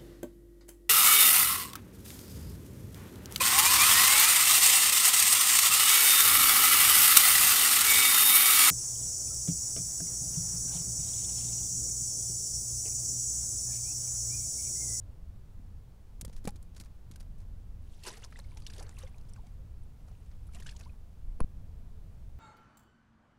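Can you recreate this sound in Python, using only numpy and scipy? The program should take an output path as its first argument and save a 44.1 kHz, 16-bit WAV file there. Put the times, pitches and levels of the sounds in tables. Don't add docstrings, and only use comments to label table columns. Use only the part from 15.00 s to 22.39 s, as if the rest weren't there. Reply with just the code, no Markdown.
import sys
import numpy as np
from scipy import signal
from scipy.fft import rfft, irfft, next_fast_len
from scipy.io import wavfile
from scipy.ndimage import uniform_filter1d

SR = 44100
rng = np.random.default_rng(int(sys.argv[2]) if len(sys.argv) > 2 else 0)


def gain_from_decibels(decibels):
    exponent = np.asarray(decibels, float) / 20
    return 10 ** exponent


def transcribe(u):
    v = np.clip(np.atleast_2d(u).T, -1, 1)
    q = np.round(v * 32767).astype(np.int16)
    wavfile.write(sys.argv[1], SR, q)


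N = 325899

# frequency in Hz, density in dB per Hz.
SHORE_COLOUR = [(4.7, -29), (8.0, 3), (21, -0.5), (43, -2.5), (90, -6.5), (140, -17.5), (186, -22),
                (248, -28), (282, -33.5), (426, -35.5), (500, -37), (831, -40.5), (1960, -50.5),
                (14100, -59), (16000, -57.5)]
# frequency in Hz, width in Hz, level in dB.
ENGINE_LINES = [(119, 6.5, -70), (162, 5.8, -70), (207, 7, -75), (255, 9, -80), (425, 9, -86)]
# frequency in Hz, level in dB.
WHINE_LINES = [(431, -78.5), (651, -84)]

# start in seconds, peak in dB, frequency in Hz, t60 in seconds.
KNOCKS = [(.595, -48.5, 230, 0.034), (1.228, -30.5, 110, .03), (1.248, -41.5, 514, .027),
          (1.278, -37, 208, 0.025), (1.297, -46.5, 483, 0.022), (1.298, -56, 900, .025),
          (1.281, -58, 850, .025), (1.23, -50, 450, .025), (1.248, -50, 900, 0.023), (1.452, -46, 800, .02),
          (1.555, -46, 250, .03), (1.451, -30.5, 275, 0.026), (1.479, -36, 825, 0.062),
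          (1.8, -42, 189, 0.043), (1.81, -50, 300, .04), (1.764, -54, 450, .03), (2.106, -42.5, 230, 0.03),
          (6.396, -53, 400, .066), (6.4015, -38, 890, .012), (6.407, -30, 274, .03),
          (7.203, -50, 190, 0.062)]
# start in seconds, peak in dB, frequency in Hz, t60 in
# seconds.
HEAVES = [
    (1.262, -30.5, 53, 0.085),
    (1.341, -29.5, 16.7, 0.97),
    (6.236, -32, 19, 0.3),
    (6.279, -23.5, 24.4, 0.17),
    (6.313, -28.5, 31.4, 0.2),
    (6.357, -26, 16, 0.16),
]
# frequency in Hz, peak in dB, t60 in seconds.
FRAME_MODES = [(194, -24, 0.045), (450, -25.5, 0.018), (1200, -38, .02), (2340, -39, 0.027)]
# start in seconds, peak in dB, frequency in Hz, t60 in seconds.
WIRE_PINGS = [
    (2.158, -56, 1550, .03),
    (2.159, -60, 2750, .025),
    (2.158, -61, 4800, .02),
    (2.114, -60, 1050, .03),
    (2.113, -64, 2200, .025),
    (2.205, -64, 3100, .02),
    (1.481, -50, 1150, .04),
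    (1.484, -54, 550, .05),
    (1.486, -54, 2500, .03),
]
# frequency in Hz, peak in dB, t60 in seconds.
HOUSING_MODES = [(498, -31, 0.028), (700, -27.5, 0.0087), (860, -34, 0.016), (1000, -29.5, 0.017),
                 (1430, -49, .017), (2570, -41, 0.016), (3400, -55, 0.016), (4330, -49, .014),
                 (5000, -57, .015), (10250, -29.5, 0.0059)]

# start in seconds, peak, low part and high part in dB, t60 in seconds.
BAIT_SNAPS = [(1.2104, -37, -8, 7.5, 0.027), (1.2483, -41, -4, 5, 0.027), (1.278, -57.5, -7, 0, .051),
              (1.2944, -63, -3, -8, .05), (1.3267, -56, -5, -4, .1), (1.362, -56, -6, -1, 0.068),
              (1.376, -65, 4, 2, .075), (1.441, -54, -3, 4, 0.067), (1.4515, -49, -6, -2, 0.049),
              (1.474, -31.5, 1, 2, 0.025), (1.488, -42, -2, -6, .028), (1.505, -68, -3, 15, .023),
              (1.557, -50.5, -6, -2, 0.036), (1.6255, -65, -3, 11.5, 0.033)]
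# start in seconds, peak, low part and high part in dB, t60 in seconds.
DOOR_SCRAPES = [(1.7464, -60, -5, -5, .05), (1.762, -51.5, -4, -2, 0.1), (1.7982, -43.5, -10, 0, 0.036),
                (1.808, -47, 1.5, 2, .038), (1.8351, -61, 0, -10, .034), (1.844, -60.5, -11, 4, .04),
                (1.8562, -61.5, 2, -7, .062), (2.1118, -52.5, -10, 0.5, 0.054), (2.1356, -59, -5, -9, .044),
                (2.158, -46, -8, 3, 0.023), (2.1979, -58, -13, 1, 0.064), (2.204, -52.5, -1, -1, .038),
                (2.2274, -68, 4, -1, .04), (2.382, -67, -1, 4, .048), (2.4004, -63, -3, -3, .04),
                (2.4136, -69, 4.5, -1, .12)]
# start in seconds, peak, low part and high part in dB, t60 in seconds.
TAP_GRIT = [
    (6.4027, -53.5, 15, -13, 0.023),
    (6.4074, -61, 2, -11, .04),
]

# time in seconds, fizz level in dB, gurgle level in dB.
SPRAY_LEVELS = [
    [(2.82, -76, -86), (2.95, -84, -117), (3.074, -52.5, -51.5), (3.222, -66, -83), (3.3, -73, -70)],
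    [(3.3, -67, -87), (3.376, -72, -85), (3.622, -71.5, -78), (3.762, -61.5, -66), (3.89, -73, -70),
     (4.016, -63, -77), (4.11, -76, -71.5), (4.55, -80, -82)],
    [(5.0, -79, -80), (5.5, -78.5, -93), (5.576, -66, -71), (5.706, -67, -76), (5.838, -73, -79),
     (5.95, -85, -78)],
]
# frequency in Hz, density in dB per Hz.
FIZZ_COLOUR = [(710, -39), (1200, -42), (1600, -17), (1870, -7), (2930, -3), (6090, -8.5), (10700, -4),
               (14000, -22)]

# start in seconds, peak, low part and high part in dB,
# t60 in seconds.
SURGES = [(2.86, -60.5, -15, -2, 0.52), (3.027, -47.5, -19, 4, .08), (3.04, -45, -15, -3, 0.085),
          (3.055, -38.5, -6, -13, 0.094), (3.072, -37.5, -7, -3, 0.065), (3.095, -53, -6, -6, .17),
          (3.76, -60, 11, -5, 0.33), (3.98, -60, 5, -8, .22), (5.65, -57, 2, -17, 0.2),
          (5.51, -65, 2, -10, .3), (5.78, -66, 3, -10, .2), (3.12, -60, 3.5, -10, .3)]
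# start in seconds, peak, low part and high part in dB.
PLUNGE_SLAPS = [(3.0, -59, -8, -8), (3.0353, -52, -10, -4), (3.0472, -46, -8, -6), (3.0657, -42, -4, -6),
                (3.083, -45, -4, 2), (3.1114, -56, -6, -8), (3.1344, -51, -5, -9), (3.1682, -47.5, -7, 1),
                (3.2203, -51, 5, -7), (3.2369, -40.5, -10, -14), (3.2438, -47, 1, 7), (3.322, -59, 14, -13),
                (3.361, -53, -10, -5), (3.3698, -51, -5, -5), (3.3866, -49.5, 9.5, 12.5),
                (3.397, -68, 2, 5), (3.4406, -59, 0, -8)]
# start in seconds, peak, low part and high part in dB.
DIP_SLAPS = [(3.569, -43.5, -5, 1), (3.598, -58, -5, 6), (3.618, -48.5, -7, -8), (3.664, -37.5, -31, -2),
             (3.698, -44, -13, 0.5), (3.733, -42, -22, -2), (3.7444, -53, -10, -1), (3.7607, -47, -13, 0),
             (3.778, -43, -20, -3), (3.794, -41.5, -18, 1), (3.8233, -47, -15, 7), (3.8637, -52, -13, -12),
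             (3.889, -51, 0, -7), (3.909, -54, -12, 0), (3.984, -42, -9, 2.5), (4.0253, -58, 2, 5),
             (4.0315, -58, 9, -10), (4.072, -51, -5, -5), (4.1799, -57, -14, -11), (4.2083, -59, -6, -1),
             (4.2924, -59, -5, 4), (4.335, -58, -11, -1), (4.359, -54.5, 2, -6), (4.464, -53.5, -21, -7)]
# start in seconds, peak, low part and high part in dB.
SINK_SLAPS = [(5.08, -54.5, 2, -7), (5.111, -57, -2, -15), (5.2594, -57.5, -3, -11), (5.311, -58, 1, -12),
              (5.4664, -62, 2, 7), (5.5317, -53, -6, 4), (5.5434, -47.5, -6, 2), (5.5504, -47, -14, -4),
              (5.562, -54, 2, -1), (5.5986, -43, -2, -2), (5.623, -50, -4, 0), (5.6464, -57, -11.5, 1),
              (5.663, -37, -21, -15), (5.69, -37, -27, -32), (5.71, -51, -12, 3), (5.762, -47.5, -10, 0.5),
              (5.79, -51, -3, 1), (5.7952, -52, 0, -4), (5.8076, -48, -0.5, -8), (5.832, -52, -10, -17),
              (5.849, -56, -16, -1)]

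# start in seconds, peak in dB, frequency in
# Hz.
PLAIN_BUBBLES = [(3.061, -47, 2860), (3.071, -49.5, 362), (3.086, -47, 1580), (3.0944, -42, 5940),
                 (3.104, -49, 3880), (3.124, -57, 1940), (3.138, -53, 1780), (3.143, -56, 2670),
                 (3.167, -61, 1890), (3.174, -57, 780), (3.235, -59, 1500), (3.257, -60, 1000),
                 (3.232, -51, 2880), (3.325, -62, 1240), (3.358, -48.5, 1900), (3.39, -56, 533),
                 (3.399, -49, 4050), (3.441, -62, 4270),
                 (3.516, -63, 2350), (3.57, -61, 850), (3.637, -59, 4610), (3.665, -48, 3030),
               (3.665, -47, 4410), (3.666, -42, 5860), (3.681, -52, 3700), (3.698, -60, 2850),
               (3.701, -55.5, 1700), (3.78, -52.5, 3360), (3.786, -54, 470), (3.825, -61, 2370),
               (3.928, -63, 1940), (3.969, -54.5, 2660), (3.976, -59.5, 1080), (3.983, -57, 2200),
               (4.026, -54, 3550), (4.066, -61, 3270), (4.144, -61, 2370), (4.289, -62, 5300),
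               (4.335, -48, 8600), (4.336, -54, 5400), (4.36, -62.5, 2580), (4.293, -59, 8040),
               (4.465, -64, 790), (4.836, -61.5, 8600),
                 (5.08, -63, 710), (5.112, -66, 724), (5.49, -63, 1300), (5.548, -54, 2800),
                (5.622, -55, 1750), (5.624, -60, 4670), (5.663, -55, 2840), (5.662, -49, 1523),
                (5.687, -50.5, 1700), (5.692, -52, 5200), (5.692, -50, 3400), (5.723, -58.5, 1640),
                (5.762, -62, 3140), (5.808, -55.5, 2440),
                 (3.035, -55, 2850), (3.036, -53, 5210), (3.051, -50, 2650), (3.065, -49, 1610),
            (3.071, -44, 4690), (3.073, -48, 4200), (3.116, -53, 5430), (3.157, -65, 1250),
            (3.192, -64, 1360), (3.153, -58, 2100), (3.171, -55, 4300), (3.619, -65, 1180),
            (3.684, -65, 1120), (3.7, -52, 4840), (3.735, -51, 4740), (3.726, -63, 1900),
            (3.794, -48, 4650), (3.793, -58, 1700), (3.806, -60, 1500), (3.866, -57, 4250),
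            (3.989, -51, 6610), (3.997, -61, 1900), (4.019, -58, 2900), (4.035, -60, 2900),
            (4.058, -66, 1490), (5.6, -52, 5730), (5.6, -62, 1000), (5.662, -53, 5900), (5.691, -49, 2710),
            (5.711, -51, 7350), (5.623, -58, 3500), (5.676, -58, 1800), (5.704, -58, 2500),
            (5.832, -60, 4390), (5.849, -59, 4530), (5.82, -64, 1500)]
# start in seconds, peak in dB, frequency in Hz.
GURGLES = [(3.05, -58, 996), (3.102, -53, 994), (3.13, -64, 427), (3.175, -64, 450), (3.666, -66, 1700),
           (3.805, -54, 780), (3.809, -60, 995), (3.84, -62, 430), (3.864, -67, 480), (4.033, -51, 516),
           (4.361, -65, 1500), (4.435, -65, 706), (5.552, -61.5, 694), (5.572, -65, 747),
           (5.569, -67, 1870), (5.592, -66, 3010), (5.747, -66, 940), (5.855, -71, 2160)]
# start in seconds, peak in dB, frequency in Hz, ring factor,
# climb as a share of the frequency.
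CHIRPS = [(3.062, -55, 1030, 1.5, .1), (3.08, -52.5, 1000, 1.6, .2), (3.238, -62, 990, 1.6, .1),
          (3.236, -58, 3300, 3.3, 1.5), (4.018, -64, 1190, 2.2, .1), (4.075, -65, 730, 1.2, .2),
          (4.385, -64, 810, 2.6, .9), (4.59, -75, 550, 5.0, .05), (5.86, -59.5, 930, 2.4, .8),
          (3.795, -57.5, 520, 1.44, 1.2), (4.374, -66, 1230, 2.4, -.7), (3.775, -60, 620, 1.2, .4),
          (3.78, -57, 410, 1.4, .1), (3.812, -58, 320, 1.2, .1), (3.825, -61, 650, 1.3, .3),
          (3.368, -61, 2600, 1.3, .2), (3.369, -62, 3900, 1.3, .2), (3.359, -60, 3600, 1.3, .2),
          (3.325, -62, 2000, 1.3, .1), (3.446, -65, 2100, 1.4, .4), (3.52, -67, 1000, 2.0, .1),
          (3.56, -65, 900, 1.5, .1), (3.577, -63, 800, 1.3, .8), (5.668, -62, 1600, 2.4, .5),
          (5.894, -67, 2560, 2.8, .05), (4.47, -74, 2300, 2.5, .1), (5.81, -70, 1450, 3.0, .3),
          (5.535, -69, 2300, 2.5, .8), (3.115, -58, 400, 1.5, .2)]

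# start, end and ramp in seconds, depth in dB, overshoot as
# a share, creep in seconds.
OFFSET_STEP = (6.4131, 6.4441, .0022, -21.6, .5, .006)
# start in seconds, end in seconds.
DULL_SPANS = [(1.227, 1.245), (1.462, 1.471), (1.51, 1.521), (1.781, 1.797), (2.101, 2.111), (2.123, 2.156),
              (3.359, 3.385), (3.553, 3.568), (3.616, 3.662), (3.723, 3.732), (6.389, 6.399),
              (6.411, 6.449)]


def at_hz(points, hz):
    known_hz, known_db = np.array(points).T[:2]
    return np.interp(np.log(hz), np.log(known_hz), known_db)


def rms_one(x):
    return x / np.sqrt(np.mean(x ** 2) + 1e-20)


def band(x, low_hz, high_hz):
    edges = [low_hz, min(high_hz, 0.45 * SR)]
    return signal.sosfilt(signal.butter(2, edges, "band", fs=SR, output="sos"), x)


def add(out, s, sound):
    i = round(s * SR)
    out[i:i + len(sound)] += sound[:N - i]


def shore():
    size = next_fast_len(N)
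    hz = np.maximum(np.fft.rfftfreq(size, 1 / SR), 1)
    coloured = rfft(rng.standard_normal(size)) * gain_from_decibels(at_hz(SHORE_COLOUR, hz))
    whole = irfft(coloured, size)[:N]
    lows = irfft(coloured / (1 + (hz / 300) ** 4), size)[:N]
    gusts_per_s, gust_db = 4.0, 2.2
    gust = np.interp(np.arange(N) / SR * gusts_per_s, np.arange(100), rng.standard_normal(100))
    return gain_from_decibels(-44.5) * rms_one(whole + (gain_from_decibels(gust_db * gust) - 1) * lows)


def narrow(noise, hz, width_hz):
    r = np.exp(-np.pi * width_hz / SR)
    poles = [1, -2 * r * np.cos(2 * np.pi * hz / SR), r * r]
    return rms_one(signal.lfilter([1, 0, -1], poles, noise))


def far():
    t, noise = np.arange(N) / SR, rng.standard_normal(N)
    rustle_db, rustle_t60_s, rustle_rise_s = -58, 0.6, 0.11
    rustle_shape = gain_from_decibels(rustle_db - 60 * t / rustle_t60_s) * np.minimum(t / rustle_rise_s, 1) ** 2
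    rustle = rustle_shape * rms_one(band(noise[::-1], 140, 600))
    drone = sum(gain_from_decibels(db) * narrow(noise, hz, width) for hz, width, db in ENGINE_LINES)
    start_s, end_s, fade_s = 6.58, 7.22, 0.072
    swell = np.clip(np.minimum(t - start_s, end_s - t) / fade_s, 0, 1)
    whine = swell * sum(gain_from_decibels(db) * narrow(noise, hz, width_hz=5.0) for hz, db in WHINE_LINES)
    return drone + whine + rustle


def knocks():
    out, t = np.zeros(N), np.arange(SR // 2) / SR
    frame = [(1.4742, db, hz, t60) for hz, db, t60 in FRAME_MODES]
    tap = [(6.4043, db, hz, t60) for hz, db, t60 in HOUSING_MODES]
    for s, peak_db, hz, t60 in [*KNOCKS, *WIRE_PINGS, *frame, *tap, *HEAVES]:
        swell = 1 - np.exp(-t * min(hz * 11.0, 3000))
        add(out, s, gain_from_decibels(peak_db - 60 * t / t60) * swell * np.sin(2 * np.pi * hz * t))
    return out


def gritty(size, spread_db):
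    strength = gain_from_decibels(spread_db * np.minimum(rng.exponential(1, size), 5))
    return rms_one(strength * rng.standard_normal(size))


def bursts(rows, grains, low_hz, trim_db):
    out, t = np.zeros(N), np.arange(12000) / SR
    low = band(grains, low_hz, 2500)
    middle = band(band(grains, 2300, 7500), 2300, 7500)
    high = band(band(grains, 7000, 18000), 7000, 18000)
    for s, peak_db, low_db, high_db, t60, rise in rows:
        attack = np.minimum(t / max(rise, 1e-4), 1) ** 1.17
        decay = gain_from_decibels(-60 * np.maximum(t - rise, 0) / max(t60, 0.003))
        at = slice(round(s * SR), round(s * SR) + len(t))
        mix = middle[at] + gain_from_decibels(low_db) * low[at] + gain_from_decibels(high_db) * high[at]
        add(out, s, gain_from_decibels(peak_db + trim_db) * attack * decay * mix)
    return out


def snaps():
    rise_s = 0.0016
    rows = [(*row, rise_s) for row in [*BAIT_SNAPS, *DOOR_SCRAPES, *TAP_GRIT]]
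    return bursts(rows, gritty(N, spread_db=5.5), low_hz=450, trim_db=2.0)


def ring(clicks, hz, t60):
    r, w = gain_from_decibels(-60 / (t60 * SR)), 2 * np.pi * hz / SR
    return signal.lfilter([0, np.sin(w)], [1, -2 * r * np.cos(w), r * r], clicks + 1e-18)


def swarm(pitches, colour_db, per_s, cycles, spread_db, clump_db):
    sizes = gain_from_decibels(spread_db * np.minimum(rng.exponential(1, N), 5)) * rng.choice([-1, 1], N)
    born = rng.random(N) < per_s / SR
    dealt = rng.integers(0, len(pitches), N)
    knots = np.arange(N // 400 + 2)
    clumps = rng.standard_normal((len(pitches), len(knots)))
    out = 0
    for k, hz in enumerate(pitches):
        clump = np.interp(np.arange(N) / 400, knots, clumps[k])
        gain = gain_from_decibels(colour_db[k] + clump_db * clump)
        out = out + ring(gain * sizes * born * (dealt == k), hz, cycles / hz + 0.0011)
    return rms_one(out)


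def in_time(rows, silent_db=-110):
    s, *columns = np.transpose(rows)
    return [np.interp(np.arange(N) / SR, s, c, left=silent_db, right=silent_db) for c in columns]


def spray():
    levels = [in_time(rows) for rows in SPRAY_LEVELS]
    fizz = sum(gain_from_decibels(fizz_db) for fizz_db, _ in levels)
    gurgle = sum(gain_from_decibels(gurgle_db) for _, gurgle_db in levels)
    fine = np.geomspace(1300, 13000, 20)
    drops = np.geomspace(1100, 6000, 14)
    coarse = np.geomspace(330, 1600, 10)
    fine_db = at_hz(FIZZ_COLOUR, fine) + 20 * np.log10(fine / fine[0])
    mist = swarm(fine, fine_db, per_s=16000, cycles=17.0, spread_db=5.5, clump_db=3.5)
    drips = swarm(drops, np.zeros(14), per_s=350, cycles=49.0, spread_db=8.0, clump_db=7.0)
    large = swarm(coarse, np.zeros(10), per_s=1500, cycles=4.5, spread_db=2.0, clump_db=2.5)
    return fizz * (mist + gain_from_decibels(-12.5) * drips) + gurgle * large


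def slaps():
    sizes = np.geomspace(380, 13000, 28)
    colour_db = 14.9 * np.log10(sizes / sizes[0])
    cloud = swarm(sizes, colour_db, per_s=20000, cycles=12.2, spread_db=3.0, clump_db=5.0)
    surges = [(*row, 0.16 * row[-1]) for row in SURGES]
    t60_s, rise_s = 0.036, 0.0042
    hits = [(*row, t60_s, rise_s) for row in [*PLUNGE_SLAPS, *DIP_SLAPS, *SINK_SLAPS]]
    return bursts(surges + hits, cloud, low_hz=412, trim_db=-5.0)


def bubbles():
    out, t = np.zeros(N), np.arange(8000) / SR
    plain = PLAIN_BUBBLES
    rows = [(*row, 1, 0.28) for row in plain]
    rows += [(*row, 1.9, 0.25) for row in GURGLES]
    rows += [*CHIRPS]
    for s, peak_db, hz, longer, climb in rows:
        speed, phase = rng.random(2)
        t60 = longer * 0.024 * (1000 / hz) ** 0.71
        pitch = hz * (0.96 + climb * np.minimum(t / t60, 1))
        wobble_hz = 60 + 94 * speed
        pitch *= 1 + 0.032 * np.sin(2 * np.pi * (wobble_hz * t + phase))
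        swell = 1 - np.exp(-t * hz * 0.35)
        tone = np.sin(2 * np.pi * np.cumsum(pitch) / SR)
        add(out, s, gain_from_decibels(peak_db + 11.0 - 60 * t / t60) * swell * tone)
    return out


def port(x):
    return signal.sosfilt(signal.butter(6, 9840, fs=SR, output="sos"), x) + gain_from_decibels(-13.0) * x


def offset_step(x):
    start, end, ramp, depth_db, overshoot, creep = OFFSET_STEP
    t = np.arange(N) / SR
    held = np.clip((t - start) / ramp, 0, 1) * np.clip((end + ramp - t) / ramp, 0, 1)
    held = uniform_filter1d(held, size=14)
    relaxing = np.exp(-np.maximum(t - start - ramp, 0) / creep)
    offset = gain_from_decibels(depth_db) * (1 + overshoot * relaxing)
    return x * (1 - 0.3 * held) - offset * held


def dull_near_hits(x):
    t = np.arange(N) / SR
    inside = sum(1.0 * ((t > start) & (t < end)) for start, end in DULL_SPANS)
    spans = uniform_filter1d(inside, size=150)
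    dull = signal.sosfiltfilt(signal.cheby2(10, 30, 13000, fs=SR, output="sos"), x)
    return x + spans * (dull - x)


def scene():
    near = port(snaps() + spray() + slaps() + bubbles())
    return offset_step(shore() + far() + knocks() + near)[None]


def roll_off(x):
    return signal.sosfilt(signal.butter(12, 16470, fs=SR, output="sos"), x)


def record(dry):
    limited = signal.sosfilt(signal.cheby2(14, 32, 16000, fs=SR, output="sos"), dry)
    return roll_off(dull_near_hits(limited))


dry = scene()
out = record(dry)
transcribe(out)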